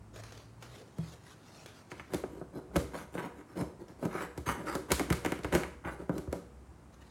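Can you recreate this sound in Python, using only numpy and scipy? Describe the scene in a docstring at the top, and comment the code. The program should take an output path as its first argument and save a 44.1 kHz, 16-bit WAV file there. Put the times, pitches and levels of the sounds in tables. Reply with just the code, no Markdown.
"""Hand on a cardboard box, indoors

A hand pushes a cut flap shut on the side of the box, then fingers scratch, pick and tap at it.
Each contact sends a bending wave through the board, treble first; sliding nails make dense small slips.
The arm rubs softly as it moves. The wooden room answers every touch and adds its quiet drone and hiss;
at first a distant engine hums. All of it reaches one microphone, in mono."""
import sys
import numpy as np
from scipy import signal
from scipy.fft import rfft, irfft, next_fast_len
from scipy.io import wavfile
from scipy.ndimage import uniform_filter1d, map_coordinates

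SR = 44100
rng = np.random.default_rng(int(sys.argv[2]) if len(sys.argv) > 2 else 0)


def dump_mix(stems):
    """Bounce the given channels to the path in sys.argv[1] as a 16-bit WAV at rate SR."""
    frames = np.atleast_2d(stems).T  # one column per channel
    limited = np.clip(frames, -1, 1)  # hard clip at full scale
    pcm = np.round(limited * 32767).astype(np.int16)
    wavfile.write(sys.argv[1], SR, pcm)


N = 313110

# the box's bass under a push: [f/Hz, relative level/dB]
BOOM_SPECTRUM = [(25, -33), (45, -17.5), (70, 0.5), (100, -9.5), (140, -6.5), (260, -58), (2000, -105)]
# a fingertip's dull knock on the panel: [f/Hz, relative level/dB]
KNOCK_SPECTRUM = [(50, -35), (120, -3), (180, -4.5), (300, -0.5), (400, -4.5), (600, -4.5), (900, -17.5),
                  (1500, -16), (3000, -72.5)]
# the treble of nails and breaking fibres: [f/Hz, relative level/dB]
CRACK_SPECTRUM = [(1200, -49), (2800, -4), (3900, 3), (5200, 0), (6500, 1.5), (8200, 0.5), (11000, 0),
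                  (16000, -10.5)]
# a nail dragged over the paper: [f/Hz, relative level/dB]
SCRAPE_SPECTRUM = [(350, -54.5), (750, -1.5), (1000, 4), (1500, 4.5), (2200, -4.5), (3000, -16),
                   (4200, -38), (10000, -47)]


def amp(db):
    """Amplitude factor of a level in dB."""
    return 10 ** (np.asarray(db) / 20)


def unit(x):
    """x scaled to rms 1."""
    return x / np.sqrt(np.mean(x ** 2) + 1e-20)


def along(points, hz):
    """Interpolate (Hz, value) points on a log frequency axis."""
    f, values = np.transpose(points)
    return np.interp(np.log(hz + 1), np.log(f), values)


def curves(rows):
    """One value per sample for each column after the time."""
    s, *columns = np.transpose(rows)
    return [np.interp(np.arange(N) / SR, s, column) for column in columns]


def wobble(rate):
    """A smooth random curve, rate knots a second."""
    knots = rng.standard_normal(size=256)
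    return map_coordinates(knots, [np.arange(N) * rate / SR], mode="mirror")


def during(rows, fade):
    """1 while a table lasts, with fades of that many seconds centred on its ends."""
    t = np.arange(N) / SR
    inside = np.minimum(t - rows[0][0], rows[-1][0] - t)
    return np.clip(inside / fade + .5, 0, 1)


def add(track, s, x):
    """Mix x into the track at s seconds."""
    i = max(round(s * SR), 0)
    track[i:i + len(x)] += x[:len(track) - i]


def filtered(x, response):
    """Multiply the spectrum of x by a response of frequency."""
    m = 2 * next_fast_len(len(x))
    return irfft(rfft(x, m) * response(np.fft.rfftfreq(m, 1 / SR)), m)[:len(x)]


def causal(db):
    """The minimum-phase response with these gains: it rings only after the force."""
    cepstrum = irfft(np.log(amp(db)))
    half = len(cepstrum) // 2
    folded = np.r_[cepstrum[0], 2 * cepstrum[1:half], np.zeros(half)]
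    return np.exp(rfft(folded))


def background():
    """The room drones and hisses as shaped noise; a distant engine's two sines waver, rise and fade."""
    # distant engine: [t/s, f/Hz, level/dB]
    hum = [(0.0, 105.6, -52.5), (0.23, 109.2, -51.5), (0.52, 112.9, -53.5), (0.75, 123.7, -55)]
    # the room's low drone: [t/s, level/dB]
    drone_level = [(0.0, -57), (0.6, -69.5), (1.9, -69.5), (2.2, -57), (3.8, -63.5), (5.0, -53), (7.1, -58)]
    # colour of the drone: [f/Hz, relative level/dB]
    drone_spectrum = [(25, -21), (42, -5), (54, 4), (64, 14), (80, 5.5), (110, -38), (200, -77)]
    # colour of the steady room noise and hiss: [f/Hz, relative level/dB]
    quiet_spectrum = [(40, -68), (100, -11.5), (150, -15.5), (330, -19), (470, -27), (950, -27.5),
                      (2000, -38.5), (3500, -47.5), (5200, -47), (9500, -46.5), (12000, -57.5),
                      (16000, -58)]

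    def noise(spectrum):
        """Steady noise of this colour at rms 1."""
        return unit(filtered(rng.standard_normal(N), lambda f: amp(along(spectrum, f))))

    hz, db = curves(hum)
    phase = 2 * np.pi * np.cumsum(hz) / SR
    tone = np.sin(phase) + amp(-9) * np.sin(phase / 2)  # with a fainter octave below
    engine = amp(db + 2.5 * wobble(rate=9)) * during(hum, fade=0.038) * tone
    quiet = amp(-57.5) * noise(quiet_spectrum)
    drone = amp(curves(drone_level)[0]) * noise(drone_spectrum)
    return quiet + drone + engine


def gesture(start, length, attack, release, swell_db, crest):
    """Pressure of one movement, at most 1: it takes hold, swells to a crest, eases and lets go."""
    t = np.arange(N) / SR - start
    arch = np.sin(np.interp(t, [0, length * crest, length], [0, np.pi / 2, np.pi]))
    onset = 1 - np.exp(-np.maximum(t, 0) / attack)
    letting_go = np.exp(-np.maximum(t - length, 0) / release)
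    return onset * letting_go * amp(swell_db * (arch - 1))


def slips(rate, spread_db, clump_db, clump_rate=110):
    """Random tiny slips of uneven size, rate a second, bunched by stick and release, at rms 1."""
    signs = np.sign(rng.standard_normal(N))
    sizes = amp(spread_db * np.clip(rng.standard_normal(N), -2, 2)) * signs
    knots = rng.uniform(-1, 1, N)
    grip = np.interp(np.arange(N) * clump_rate / SR, np.arange(N), knots)
    happens = rng.random(N) < rate / SR
    return unit(sizes * amp(clump_db * grip) * happens)


def wandering(x, depth_db):
    """The favoured modes shift as the touch travels: a random gain over time and pitch, at rms 1."""
    z = signal.stft(x, nperseg=512)[2]
    field = uniform_filter1d(rng.standard_normal(z.shape), size=2, axis=0)  # across frequency
    field = uniform_filter1d(field, size=12, axis=1)  # across time
    return unit(signal.istft(z * amp(depth_db * unit(field)), nperseg=512)[1][:N])


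def crunch(rise, fall, size=16384):
    """Fibres giving way in a burst of uneven little breaks (rise and fall in s)."""
    t = np.arange(size) / SR
    breaks = rng.standard_normal(size) * (rng.random(size) < .3)
    return breaks * np.exp(-t / fall) * (1 - np.exp(-t / rise))


def dying_noise(decays, size):
    """Noise of energy 1 in which each frequency dies at its own speed."""
    hz, t, z = signal.stft(rng.standard_normal(size), SR, nperseg=128)
    t60 = along(decays, hz)[:, None]
    tail = signal.istft(z * amp(-60 * t / t60), SR, nperseg=128)[1][:size]
    return tail / np.linalg.norm(tail)


def room_tail(onset=0.016, size=16384):
    """The room's diffuse answer, building up over some onset seconds as the walls reply."""
    # reverberation of the room: [f/Hz, t60/s]
    room_decay = [(80, 0.25), (250, 0.47), (1500, 0.46), (4000, 0.43), (9000, 0.4), (15000, 0.29)]
    build_up = 1 - np.exp(-(np.arange(size) / SR / onset) ** 2)
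    return dying_noise(room_decay, size) * build_up


def ripple(hz, depth_db, spacing=3.163):
    """Every spot favours other modes: random gains in dB, further apart towards the treble."""
    place = np.sqrt(hz) / spacing
    gains = np.clip(rng.standard_normal(400), -1.8, 1.8)
    return depth_db * map_coordinates(gains, [place], mode="mirror") * hz / (hz + 500)


def rustle():
    """The moving arm rubs as a mass of tiny slips under swelling pressure, with a few light ticks."""
    # faint ticks as the hand moves about: [t/s, peak level/dB]
    ticks = [(0.1599, -41), (0.236, -38), (0.3215, -39), (0.3748, -41), (0.624, -38), (1.6594, -36),
             (3.882, -47.5), (5.433, -37.5), (7.015, -54)]
    # sweeps of the arm as it moves in and away: [t/s, length/s, level/dB]
    sweeps = [(0.127, 0.088, -52), (0.208, 0.25, -62.5), (0.598, 0.069, -59), (0.685, 0.15, -55.5),
              (0.96, 0.23, -56), (1.23, 0.13, -57), (1.417, 0.11, -61), (1.515, 0.15, -58),
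              (1.726, 0.11, -61.5), (1.898, 0.028, -50), (6.92, 0.031, -60.5), (7.004, 0.027, -59.5)]
    # colour of the rubbing and the ticks: [f/Hz, relative level/dB]
    cloth_spectrum = [(250, -9), (420, 5.5), (900, -4), (1500, -3.5), (2400, -8), (3500, -8.5), (4200, -8),
                      (5000, -10.5), (6200, -10), (8000, -16.5), (10500, -18), (16000, -29.5)]
    level = np.zeros(N)
    for s, length, db in sweeps:
        level += amp(db) * gesture(s, length, attack=0.0073, release=0.18, swell_db=10.5, crest=0.72)
    many_slips = slips(rate=4000, spread_db=1.5, clump_db=2.5)
    rub = filtered(many_slips, lambda f: amp(along(cloth_spectrum, f)))
    out = level * wandering(rub, depth_db=4.0)
    for s, db in ticks:
        tick = crunch(rise=0.00079, fall=0.0051)
        tick = tick / np.linalg.norm(tick) + amp(0.5) * room_tail()
        tick = filtered(tick, lambda f: causal(along(cloth_spectrum, f) + ripple(f, depth_db=-3.0)))
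        add(out, s, amp(db) * tick / np.abs(tick).max())
    return out


def board(x, spectrum, spot_db=0):
    """Colour a force by a spectrum, the panel's resonances and the spot where it acts."""
    # panel resonances that colour every contact: [f/Hz, width/Hz, peak level/dB]
    panel = [(176.3, 24.6, 8.5), (298, 26.7, 2), (368, 54, 5.5), (482.7, 3.9, 8), (556.4, 13, 0.5),
             (960, 60, 0.5), (1260, 280, -5.5), (1590, 80, -17), (2177, 210, -2), (3010, 190, -7.5)]

    def response(f):
        """Resonant peaks stand on a flat gain of 1."""
        peaks = sum(amp(db) / (1 + (2 * (f - hz) / width) ** 2) for hz, width, db in panel)
        return causal(along(spectrum, f) + 20 * np.log10(1 + peaks) + ripple(f, spot_db))

    return filtered(x, response)


def bending_wave(travel, scatter_db, fold_delay=0.0022, size=16384):
    """A pulse whose delay falls as 1 / sqrt(Hz) (travel s at 1 kHz), then its echoes from the folds."""
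    # decay of the board: [f/Hz, t60/s]
    board_decay = [(70, 0.048), (200, 0.046), (600, 0.098), (2000, 0.05), (10000, 0.0076)]
    dispersion = lambda f: np.exp(-4j * np.pi * travel * np.sqrt(f * 10 ** 3))
    pulse = filtered(signal.unit_impulse(size), dispersion)
    build_up = 1 - np.exp(-(np.arange(size) / SR / fold_delay) ** 2)
    return pulse + amp(scatter_db) * dying_noise(board_decay, size) * build_up


def contact_part(wave, spectrum, wet_db, spot_db=-0.5, size=882):
    """One register of a contact with its diffuse room echo, scaled as if its energy fell within 20 ms."""
    in_room = wave / np.linalg.norm(wave) + amp(wet_db) * room_tail()
    x = board(in_room, spectrum, spot_db)
    return x / np.sqrt(np.sum(x ** 2) / size)


def skid(build, size=1500):
    """The nail skids in sparse slips whose force grows, e-fold in build seconds, until it lands."""
    t = np.arange(size) / SR
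    grains = rng.standard_normal(size) * (rng.random(size) < .08)
    return grains * np.exp((t - t[-1]) / build)


def touches():
    """Rows (s, snap, knock, crack, boom in dB): more nail brightens a tap, more force brightens a snap."""
    # fingers landing on the panel: [t/s, knock level/dB, nail click over the knock/dB, boom level/dB]
    taps = [(0.9834, -43, -19, -42), (2.1349, -32, -16.5, -59), (2.1434, -32.5, -13, -48),
            (2.4123, -40, -50, -59), (2.7628, -33, -6.5, -30.5), (3.1509, -36.5, -30, -62),
            (3.5732, -39.5, -22, -58), (3.6111, -34, -22, -37), (4.0261, -36, -48, -62),
            (4.052, -35.5, -19, -63), (4.149, -36, -36, -48.5), (4.376, -38.5, -15, -38.5),
            (4.7516, -31, -14, -43.5), (5.0088, -31, -27, -47), (5.127, -41.5, -0.5, -54),
            (5.3891, -42.5, -20, -61), (6.0929, -27.5, -36.5, -56), (6.1803, -37.5, -15, -50),
            (6.274, -42.5, -42, -36.5), (6.327, -32, -18, -51)]
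    # the flap's edge catching and springing free: [t/s, snap level/dB, knock level/dB, boom level/dB]
    springs = [(1.916, -46.5, -44, -57), (1.996, -45.5, -55, -51), (2.2366, -54, -34, -60),
               (2.7572, -39, -24.5, -39), (3.1782, -46, -43, -65), (4.4668, -49, -46, -36.5),
               (4.4952, -39.5, -45, -39.5), (4.9047, -38.5, -56, -40), (4.9176, -31, -30, -34.5),
               (4.995, -36, -30.5, -54), (5.1018, -36, -28.5, -27.5), (5.1246, -36.5, -39, -46),
               (5.248, -37, -33, -61), (5.2599, -37, -32, -41), (5.3198, -37.5, -32, -47),
               (5.445, -39.5, -34, -37.5), (5.5246, -38.5, -33.5, -34), (5.55, -34.5, -27, -46),
               (5.6336, -40, -42, -54), (5.8495, -48, -45.5, -42)]
    firm_snap_db, firm_crack_db = -36.5, -45  # a firm snap and the crack that goes with it
    crack_grows = 2.8  # dB of crack per dB of snap
    rows = []
    for s, knock_db, nail_db, boom_db in taps:
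        midrange_db = knock_db + nail_db / 2 - 9  # 9 dB under the mean of knock and click
        rows.append((s, midrange_db, knock_db, knock_db + nail_db, boom_db))
    for s, snap_db, knock_db, boom_db in springs:
        crack_db = firm_crack_db + crack_grows * (snap_db - firm_snap_db)
        rows.append((s, snap_db, knock_db, crack_db, boom_db))
    return rows


def contacts():
    """Knock, boom and snap ride one bending wave; fibres crunch on top, after a short skid."""
    # midrange snap of a contact: [f/Hz, relative level/dB]
    snap_spectrum = [(350, -58), (750, -3.5), (1000, -2), (1600, 0.5), (2300, -1.5), (3200, -9),
                     (5000, -36.5), (10000, -59)]
    out = np.zeros(N)
    for s, snap_db, knock_db, crack_db, boom_db in touches():
        wave = bending_wave(travel=0.001831, scatter_db=-2.0)
        breaking = crunch(rise=0.00012, fall=0.0049)
        add(out, s, amp(knock_db) * contact_part(wave, KNOCK_SPECTRUM, wet_db=-4.0))
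        add(out, s, amp(boom_db) * contact_part(wave, BOOM_SPECTRUM, wet_db=-2.5))
        add(out, s, amp(snap_db) * contact_part(wave, snap_spectrum, wet_db=-3.5))
        add(out, s, amp(crack_db) * contact_part(breaking, CRACK_SPECTRUM, wet_db=-2.5))
        # the stronger the crack, the louder the skid that leads up to it
        lead = skid(build=0.012)
        start = s - len(lead) / SR
        lead = np.r_[lead, np.zeros(len(lead))]  # time for the board to ring on
        add(out, start, amp(crack_db - 14) * unit(board(lead, SCRAPE_SPECTRUM)))
        add(out, start, amp(crack_db - 24) * unit(board(lead, CRACK_SPECTRUM)))
        add(out, start, amp(crack_db - 5) * unit(board(lead, KNOCK_SPECTRUM)))
    return out


def flap():
    """The closing flap pumps the air in the box, which booms softly as dying sines."""
    # the flap falls shut: [t/s, level/dB]
    shut_s, shut_db = (0.99, -38)
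    # resonances of the air and walls: [f/Hz, relative level/dB, t60/s]
    cavity = [(74.6, -10, 0.84), (119, -7, 0.64), (161.7, 8, 0.3)]
    out, t = np.zeros(N), np.arange(SR // 2) / SR
    ring = sum(amp(db - 60 * t / t60) * np.sin(2 * np.pi * hz * t) for hz, db, t60 in cavity)
    add(out, shut_s, amp(shut_db) * ring * (1 - np.exp(-t / 0.0015)))
    return out


def scratching():
    """Nails catch on the paper's fibres while the fingertips judder over the flutes."""
    # fingers drawn over the board:
    # [t/s, length/s, fingertip drag level/dB, nail scrape level/dB, paper hiss level/dB]
    strokes = [(2.091, 0.11, -47, -53, -62), (2.254, 0.19, -51, -65, -70), (2.527, 0.073, -41.5, -61, -65),
               (2.67, 0.085, -52.5, -78, -91), (2.912, 0.065, -40.5, -45.5, -59),
               (2.959, 0.084, -44, -49.5, -58.5), (3.12, 0.053, -45, -51, -57.5),
               (3.165, 0.043, -38, -39.5, -56.5), (3.207, 0.075, -39, -45.5, -61),
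               (3.332, 0.1, -53.5, -58, -72), (3.468, 0.082, -60, -60, -70.5),
               (3.552, 0.083, -36.5, -48.5, -55.5), (3.783, 0.058, -46.5, -62.5, -70),
               (3.876, 0.048, -49.5, -60, -69), (3.984, 0.041, -46, -59, -61.5),
               (4.016, 0.054, -32, -47.5, -56.5), (4.091, 0.1, -54, -46, -59),
               (4.148, 0.11, -41.5, -41.5, -55), (4.456, 0.073, -39, -32.5, -45.5),
               (4.538, 0.13, -43, -55, -65), (4.654, 0.058, -42, -38, -50.5), (4.708, 0.052, -46, -44, -52),
               (5.518, 0.052, -24.5, -31.5, -41), (5.577, 0.045, -46, -57, -54),
               (5.838, 0.065, -39.5, -38.5, -59), (5.9, 0.051, -42.5, -60, -61),
               (5.973, 0.072, -44, -58, -68), (6.11, 0.092, -40.5, -57, -64), (6.347, 0.025, -47, -55, -65)]
    levels = np.zeros((3, N))
    for s, length, *levels_db in strokes:
        pressure = gesture(s, length, attack=0.009, release=0.012, swell_db=8, crest=0.62)
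        levels += amp(levels_db)[:, None] * pressure
    drag, scrape, hiss = levels
    catches = slips(rate=750, spread_db=2, clump_db=0.5)
    fine_slips = slips(rate=3000, spread_db=-1, clump_db=5.5)
    x = scrape * wandering(board(catches, SCRAPE_SPECTRUM), depth_db=3)
    x += drag * wandering(board(catches, KNOCK_SPECTRUM), depth_db=2.5)
    x += amp(-16.5) * drag * unit(board(catches, BOOM_SPECTRUM))
    x += hiss * wandering(board(catches + fine_slips, CRACK_SPECTRUM), depth_db=5.5)
    return x + amp(-6.0) * signal.fftconvolve(x, room_tail())[:N]


def scene():
    """All sources summed at the one microphone."""
    return (background() + rustle() + contacts() + flap() + scratching())[None]


def record(dry, low_hz=44, top_hz=16400):
    """The recorder cuts the deepest bass and keeps nothing above its band limit."""
    def response(f):
        """A steep low cut, 3 dB down at low_hz - 5, and a sharp top edge."""
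        low_cut_db = -10 * np.log10(1 + (low_hz / (f + 5)) ** 8)
        return causal(low_cut_db) * (f < top_hz)

    return np.array([filtered(x, response) for x in dry])


dry = scene()
out = record(dry)
dump_mix(out)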